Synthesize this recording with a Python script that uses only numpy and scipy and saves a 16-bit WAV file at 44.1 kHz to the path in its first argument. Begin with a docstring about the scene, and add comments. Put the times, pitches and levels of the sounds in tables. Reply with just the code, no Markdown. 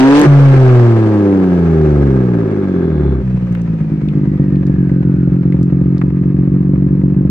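"""On asphalt, close to a microphone on the ground: a standing six-cylinder car with a loud exhaust.
The throttle shuts at the top of a rev. The firing pulses drone and rasp down through the resonances
of pipe and silencer; the engine catches as the fuel returns and settles into a lumpy idle.
A thin whine sinks and the hot pipe ticks."""
import sys
import numpy as np
from scipy import signal
from scipy.fft import rfft, irfft
from scipy.io import wavfile
from scipy.ndimage import uniform_filter1d, minimum_filter1d

SR = 44100
rng = np.random.default_rng(int(sys.argv[2]) if len(sys.argv) > 2 else 0)


def materialize(psi):
    """Save the field psi as 16-bit PCM at rate SR to the path in sys.argv[1].

    A 1-D psi becomes a single channel; in a 2-D psi each row is a channel.
    """
    bounded = np.clip(np.atleast_2d(psi).T, -1, 1)
    quanta = np.round(bounded * 32767).astype(np.int16)
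    wavfile.write(sys.argv[1], SR, quanta)


N = 321930
T = np.arange(N) / SR
CUT_S, FUEL_S = .258, 3.23  # fuel cut on the coast, fuel returns

# crankshaft: t/s, speed/rpm
CRANK_RPM = [(0, 5180.5), (0.2, 5930.4), (0.25, 5946.2), (0.3, 5699.5), (0.45, 5534.2), (0.95, 4513.9),
             (1.75, 3196.2), (2.5, 2119.1), (3.15, 1293.3), (3.45, 1208.7), (3.85, 1056.6), (4.5, 942.4),
             (4.95, 892.9), (5.65, 889.1), (6.7, 926.8), (7.3, 936.3)]
# cylinders in firing order: idle strength/dB, lateness/firing gap, unevenness of the burble/1
FIRING_ORDER = [(-3, 0.051, 0.72), (4, -0.017, -0.68), (3, -0.011, -1.1), (4, 0.029, 0.12), (0, -0.022, .3),
                (4.5, -0.0052, 0.6)]
# silencer resonances: f/Hz, level/dB
SILENCER = [(25, -34), (80, -13.5), (160, -7.5), (230, -12.5), (290, -1.5), (335, -0.5), (385, 3),
            (450, -21.5), (510, -10), (620, -30.5), (950, -31), (1650, -32.5), (2600, -62.5), (9000, -110)]
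# tailpipe response to a blow of burnt gas: f/Hz, level/dB
TAILPIPE = [(20, -48), (48, -28), (70, 5), (95, -14), (130, 5), (180, 0), (235, -10.5), (285, -2.5),
            (390, -15), (450, -41.5), (520, -29), (650, -64), (1200, -51), (7000, -135)]
# pipe response to odd harmonics, where the two cylinder banks oppose: f/Hz, level/dB
BANKS_OPPOSED = [(40, -48), (60, -30.5), (70, -13), (84, -18.5), (92, -25), (122, -3.5), (150, -2),
                 (178, 9.5), (215, 3.0), (255, -0.5), (290, 8), (335, 3.5), (385, 13), (450, -7.5),
                 (495, 2.5), (560, -12), (1000, -5.5)]


def drone(count, lost, load_db=-4, boom_rpm=4950, treble_hz=620):
    """Two unequal banks sound harmonics of half the firing rate, which slide through pipe resonances."""
    # drone under load: harmonic number, relative level/dB
    load_spectrum = [(1, -12.5), (2, -1.5), (3, -11), (4, -24.5), (5, -26), (6, -22), (7, -21.5), (8, -30),
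                     (9, -32), (10, -33), (11, -30)]
    # pipe response to even harmonics, where the banks add: f/Hz, level/dB
    banks_together = [(68, 9), (92, -6.0), (130, 6.0), (178, 5), (225, -4), (280, -0.5), (330, -10.5),
                      (400, -2.5), (450, -23), (520, -15), (620, -22.5), (750, -19.5), (1000, -25)]
    harmonics, harmonic_db = np.transpose(load_spectrum)
    harmonic_db = harmonic_db - harmonic_db.max()
    hz, log_gain = response(TAILPIPE)
    bank_hz = firing_hz() / 2
    pulling, coasting, _ = states()
    coasting = coasting * coast_gain()
    overtone_db = -17.5 + 4.5 * speed_octaves()
    edge_db = -4 + 6 * speed_octaves()  # pulses dull as the engine slows
    # the booming fundamental crowds out the other odd harmonics
    duck_db = -7 * np.clip((curve(CRANK_RPM) - boom_rpm) / 700 + .5, 0, 1)
    out = np.zeros(N)
    for k in range(1, 12):
        treble = np.clip((k * bank_hz - treble_hz) / 100 + .5, 0, 1)
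        coast_db = at_hz(BANKS_OPPOSED if k % 2 else banks_together, k * bank_hz) + treble * edge_db
        if k > 1:
            coast_db += overtone_db + (k % 2) * (duck_db - 2.11 * (k - 1))
        level = pulling * amp(load_db + np.interp(k, harmonics, harmonic_db)) + coasting * amp(coast_db)
        pipe_rad = uniform_filter1d(np.interp(k * bank_hz, hz, log_gain.imag), size=30000)
        out -= np.sqrt(2) * level * np.cos(np.pi * k * count + pipe_rad)
    return out * (1 - lost)


def idle(count, relight_s=4.05, relight_scale_s=.19):
    """Each exhaust stroke is a blow of burnt gas, then the piston's push; one cylinder burns poorly."""
    # sags while the cylinders relight, then firms up: t/s, level/dB
    idle_level = [(3.25, -13), (3.52, -14.5), (3.95, -14.5), (4.3, -11), (5.85, -10), (6.05, -12),
                  (6.5, -10.2)]
    # tailpipe response to the slower piston push: f/Hz, level/dB
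    push_response = [(20, -51.5), (65, -3.5), (95, -11.5), (130, 5.5), (182, 4.5), (235, -10.5),
                     (290, -16.5), (390, -19.5), (520, -35.5), (700, -52), (7000, -135)]
    k = np.arange(int(count[-1]) + 1)
    burn = 1 / (1 + np.exp((relight_s - np.interp(k, count, T)) / relight_scale_s))
    scatter_db = 1.58 + 5 * burn * (1 - burn)  # most uneven while half lit
    strength_db, late, _ = np.array(FIRING_ORDER)[k % 6].T
    blow_spread, jitter, push_spread = rng.standard_normal((len(k), 3)).T
    blow_size = burn * amp(strength_db + scatter_db * blow_spread)
    blows = pulses(count, k + .019 + late + .007 * jitter, blow_size)
    pushes = pulses(count, k + .2427, .49 * amp(2.5 * push_spread))
    _, _, idling = states()
    level = amp(curve(idle_level)) * idling
    return -level * steady(ring(blows, TAILPIPE) + ring(pushes, push_response), size=5900)


def burble(count, sputter, echo=.34, echo_s=.0049, start_db=-9, build_s=.81):
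    """Unequal pulses ring the silencer and echo from the pipe's end, building up on the coast."""
    k = np.arange(int(count[-1]) + 1)
    scatter, jitter = rng.standard_normal((len(k), 2)).T
    uneven = np.array(FIRING_ORDER)[k % 6, 2]
    train = pulses(count, k + .404 + .03 * jitter, .73 * uneven + .49 * scatter)
    rung = ring(train, SILENCER)
    echoed = sum(echo ** trip * np.interp(T - trip * echo_s, T, rung) for trip in range(3))
    _, coasting, _ = states()
    build_db = start_db * coasting * np.clip(1 - (T - CUT_S) / build_s, 0, 1)
    level = running_gain(load_db=-30, coast_db=-20) * amp(build_db) + sputter
    return level * steady(echoed, size=2200)


def turbulence(count, rasp_sputter, hiss_sputter, lead_s=.029, chuff_db=6):
    """Gas rasps and hisses with each pulse, dropping just before the idle catches."""
    # rasp with the pipe's hollow peaks: f/Hz, level/dB
    rasp_spectrum = [(20, -49), (300, -4.5), (520, 9.5), (630, -2.5), (730, 0), (830, -5), (950, -1.5),
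                     (1080, -8), (1230, -2), (1430, -9), (1650, -4.5), (2000, -9), (2600, -14), (4000, -62)]
    # coasting rasp with the pipe's metallic ring: f/Hz, level/dB
    coast_spectrum = [(280, -30), (480, -4), (503, -4.5), (626, -12.5), (682, -8.5), (755, -16), (816, -11),
                      (1010, -21), (1170, -14.5), (1340, -16), (1420, -23.5), (1630, -14), (1840, -25.5),
                      (2180, -23), (2710, -34.5), (3100, -51), (4030, -73), (6820, -120)]
    # gas hiss: f/Hz, level/dB
    hiss_spectrum = [(1000, -31.5), (2600, -2.5), (3600, -8), (6000, -14.5), (7500, -20.5), (9000, -21.5),
                     (10500, -38.5), (15000, -64)]
    _, coasting, idling = states(lead_s)
    # the booming fundamental pumps gas through the outlet
    jet = amp(10 * coasting * amp(at_hz(BANKS_OPPOSED, firing_hz() / 2)))
    rasp_flow = jet * running_gain(load_db=-16.5, coast_db=-30, db_per_octave=2.6, lead_s=lead_s)
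    hiss_flow = jet * running_gain(load_db=-28.5, coast_db=-49, db_per_octave=5.4, lead_s=lead_s)
    idle_s = T - FUEL_S
    rasp_gain = np.hypot(rasp_flow, rasp_sputter) + idling * amp(-37.5 - idle_s)
    hiss_gain = np.hypot(hiss_flow, hiss_sputter) + idling * amp(-54.5 - 1.8 * idle_s)

    k = np.arange(int(count[-1]) + 1)
    late_count = count - .16
    flare_db = np.interp(late_count, k, 2.5 * rng.standard_normal(len(k)))
    flare_db += 3 * (1 - idling) * np.cos(2 * np.pi * late_count)
    from_chuff = (count - .13 + 2) % 6 - 2  # the poor cylinder chuffs once a cycle at idle
    flare_db += chuff_db * idling * np.exp(-(from_chuff / .23) ** 2)

    hollow = np.sqrt(np.abs(1 - coasting)) * noise(rasp_spectrum)
    metallic = np.sqrt(np.abs(coasting)) * noise(coast_spectrum)
    rasp = rasp_gain * (hollow + metallic) * steady(amp(flare_db), size=4000)
    hiss = hiss_gain * noise(hiss_spectrum) * steady(amp(.54 * flare_db), size=4000)
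    return rasp * amp([[.7], [-.7]]) + hiss * amp([[-.6], [.6]])


def brass(count, even_db=2, smear=.012):
    """Upper harmonics of the regular pulse train ring the silencer; the long pipe smears each pulse."""
    upper = sum(amp(even_db * (k % 2 == 0)) * np.cos(np.pi * k * count - 2 * np.pi * smear * k ** 2)
                for k in range(12, 26))
    level = running_gain(load_db=-31, coast_db=-47, db_per_octave=4)
    return level * steady(ring(upper, SILENCER), size=3000)


def sputters():
    """Stray fuel sputters in the pipe: envelopes of burble, rasp, hiss and the share of drone lost."""
    # t/s, half length/s, burble/dB, rasp/dB, hiss/dB, drone lost/1
    swells = [(.005, 0.0056, -24.5, -14, -22.5, 0.13), (0.172, 0.039, -36.5, -35, -24.5, .02),
              (0.24, 0.024, -4.5, -11.5, -38.5, .4), (0.322, 0.011, -17.5, -38, -61, .05),
              (0.547, .022, -14, -24, -52, 0.22)]
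    out = np.zeros((4, N))
    for at_s, half_s, burble_db, rasp_db, hiss_db, lost in swells:
        bell = np.exp(-((T - at_s) / half_s) ** 2)
        out += np.outer([amp(burble_db), amp(rasp_db), amp(hiss_db), lost], bell)
    return out


def ticks(tail_db=-24, tail_s=.038):
    """Cracks as the throttle lifts, then ticks of hot metal, each with a faint, slower-dying tail."""
    # t/s, relative level/dB, centre/Hz, width/octaves, decay/s
    bursts = [(.175, -29, 6000, 0.91, .0006), (.1955, -13, 6000, 0.7, .0005),
              (0.202, -17, 4000, 0.75, 0.00073), (0.2153, -5, 5030, 0.6, .0005),
              (.236, -19.5, 2990, 0.91, 0.00088), (3.525, -43, 6500, 0.38, .004),
              (3.551, -22, 1660, 0.59, 0.0043), (3.618, -35, 5440, 0.55, .001),
              (4.087, -23, 2660, 0.33, 0.0016), (4.557, -32.5, 2420, 0.52, .003),
              (4.668, -38, 4340, 0.62, 0.0023), (4.895, -24, 1920, 0.23, 0.0026),
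              (5.524, -24.5, 1990, 0.2, 0.004), (5.63, -33.5, 4900, 0.61, 0.0015),
              (5.981, -26, 4140, 0.34, 0.0008), (6.015, -16, 1190, 0.61, 0.0048)]
    out, t = np.zeros((2, N)), T[:4096]
    octave = np.log2(np.fft.rfftfreq(len(t), 1 / SR) + 1)
    for at_s, db, hz, width_oct, decay_s in bursts:
        shape = np.exp(-.5 * ((octave - np.log2(hz)) / width_oct) ** 2)
        band = irfft(rfft(rng.standard_normal((2, len(t)))) * shape)
        envelope = np.exp(-t / decay_s) + amp(tail_db) * np.exp(-t / tail_s)
        start = round(at_s * SR)
        out[:, start:start + len(t)] += .5 * amp(db) * envelope * band / band.std()
    return out


def whine(at_fuel_hz=3305, rest_hz=917, sink_s=1.3, flutter_hz=70):
    """A fuzzy whistle that sinks ever more slowly, like a turbine coasting down."""
    # t/s, level/dB
    whine_level = [(2.7, -75), (3.35, -67), (4.3, -51), (5, -46), (5.5, -52), (6.6, -52), (7.3, -53)]
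    hz = rest_hz + (at_fuel_hz - rest_hz) * np.exp((FUEL_S - T) / sink_s)
    white = rng.standard_normal((2, N)) + 1j * rng.standard_normal((2, N))
    flutter = signal.sosfilt(signal.butter(2, flutter_hz, fs=SR, output="sos"), white)
    tone = (flutter * np.exp(2j * np.pi * np.cumsum(hz) / SR)).real
    return amp(curve(whine_level)) * (T > whine_level[0][0]) * tone / tone.std()


def air(peak_db=-55, peak_s=3.1, swell_s=.6, fade_s=.069):
    """A narrow hiss, probably the idle valve opening to catch the engine."""
    # f/Hz, level/dB
    air_spectrum = [(2500, -40.5), (3150, -18.5), (3450, 1.5), (3750, -13), (4050, -6), (4600, -22.5),
                    (7000, -41.5)]
    width_s = np.where(T < peak_s, swell_s, fade_s)
    return amp(peak_db) * np.exp(-((T - peak_s) / width_s) ** 2) * noise(air_spectrum)


def firing_hz():
    """Three firings per crank turn."""
    return curve(CRANK_RPM) / 20


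def speed_octaves(reference_rpm=3000):
    """Engine speed in doublings above the reference."""
    return np.log2(curve(CRANK_RPM) / reference_rpm)


def states(lead_s=0, cut_fade_s=.024, fuel_fade_s=.034):
    """Shares of pulling, coasting and idling; lead_s brings the idle forward."""
    cut = np.clip((T - CUT_S) / cut_fade_s + .5, 0, 1)
    idling = np.clip((T + lead_s - FUEL_S) / fuel_fade_s + .5, 0, 1)
    return 1 - cut, cut - idling, idling


def coast_gain(open_s=3.1, end_db=-5):
    """The idle valve lets air back in and softens the coasting pulses."""
    return amp(end_db * np.clip((T - open_s) / (FUEL_S - open_s), 0, 1))


def running_gain(load_db, coast_db, db_per_octave=0, lead_s=0):
    """A layer's gain: steady under load, sloped with speed on the coast, zero at idle."""
    pulling, coasting, _ = states(lead_s)
    coast = coast_gain() * amp(coast_db + db_per_octave * speed_octaves())
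    return pulling * amp(load_db) + coasting * coast


def pulses(count, places, sizes):
    """One click at each given value of the firing count."""
    at = np.interp(places, count, np.arange(N)).astype(int)
    return np.bincount(at, sizes * (places > 0) * (places < count[-1]), N)


def amp(db):
    """Decibels to gain."""
    return 10 ** (np.asarray(db) / 20)


def curve(rows):
    """A table interpolated over time."""
    return np.interp(T, *np.transpose(rows))


def at_hz(spectrum, hz):
    """A table interpolated over log frequency."""
    f, value = np.transpose(spectrum)
    return np.interp(np.log(hz + 1), np.log(f + 1), value)


def steady(x, size):
    """Holds the running power of x at one; size in samples."""
    power = uniform_filter1d(uniform_filter1d(x ** 2, size), size)
    return x / np.sqrt(np.abs(power) + 1e-14)


def response(spectrum, size=16384):
    """Frequencies and complex log gain of the minimum-phase filter with this spectrum."""
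    hz = np.fft.rfftfreq(size, 1 / SR)
    cepstrum = irfft(np.log(amp(at_hz(spectrum, hz))))
    cepstrum[1:size // 2] *= 2
    cepstrum[size // 2 + 1:] = 0
    return hz, rfft(cepstrum)


def ring(x, spectrum):
    """Minimum-phase filtering of x."""
    _, log_gain = response(spectrum)
    return signal.oaconvolve(x, irfft(np.exp(log_gain)))[:N]


def noise(spectrum):
    """Stereo noise of unit power, alike on both sides only in the bass."""
    # f/Hz, left-right correlation/1
    coherence = [(100, 0.95), (400, 0.98), (700, 0.52), (1200, 0.33), (2000, 0.021), (4000, -.15),
                 (9000, -0.054)]
    hz = np.fft.rfftfreq(N, 1 / SR)
    left, other = rfft(rng.standard_normal((2, N))) * amp(at_hz(spectrum, hz))
    same = at_hz(coherence, hz)
    right = same * left + np.sqrt(1 - same ** 2) * other
    x = irfft(np.array([left, right]), N)
    return x / x.std()


def spread(x):
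    """The left microphone port hears the pipe slightly before the right."""
    # f/Hz, side against mid/dB
    side_level = [(40, -11), (140, -20.5), (280, -12), (500, -10.5), (1000, -6.5), (2000, -2.5)]
    hz = np.fft.rfftfreq(N, 1 / SR)
    side = irfft(1j * rfft(x) * amp(at_hz(side_level, hz)), N)
    return np.array([x + side, x - side])


def scene():
    """Exhaust layers locked to one running count of firings, plus whine, air and ticks."""
    count = np.cumsum(firing_hz()) / SR
    thump, rasp, hiss, lost = sputters()
    pipe = drone(count, lost) + burble(count, thump) + brass(count) + idle(count)
    return spread(pipe) + turbulence(count, rasp, hiss) + whine() + air() + ticks()


def record(dry, ceiling=.9, knee_order=14, grit=.25, limit=.95, cutoff_hz=15600):
    """Overload rounds the loudest waves with a little grit; then a fast limiter and a low-pass."""
    excess = dry - dry / (1 + np.abs(dry / ceiling) ** knee_order) ** (1 / knee_order)
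    smooth_excess = uniform_filter1d(uniform_filter1d(excess, size=35), size=35)
    rounded = dry - grit * excess - (1 - grit) * smooth_excess
    safe_gain = np.minimum(limit / (np.abs(rounded).max(0) + 1e-9), 1)
    held_gain = minimum_filter1d(safe_gain, size=121)
    gain = uniform_filter1d(uniform_filter1d(held_gain, size=61), size=61)
    lowpass = signal.firwin(255, cutoff_hz, window=("kaiser", 9), fs=SR)
    return signal.oaconvolve(rounded * gain, lowpass[None], "same")


dry = scene()
out = record(dry)
materialize(out)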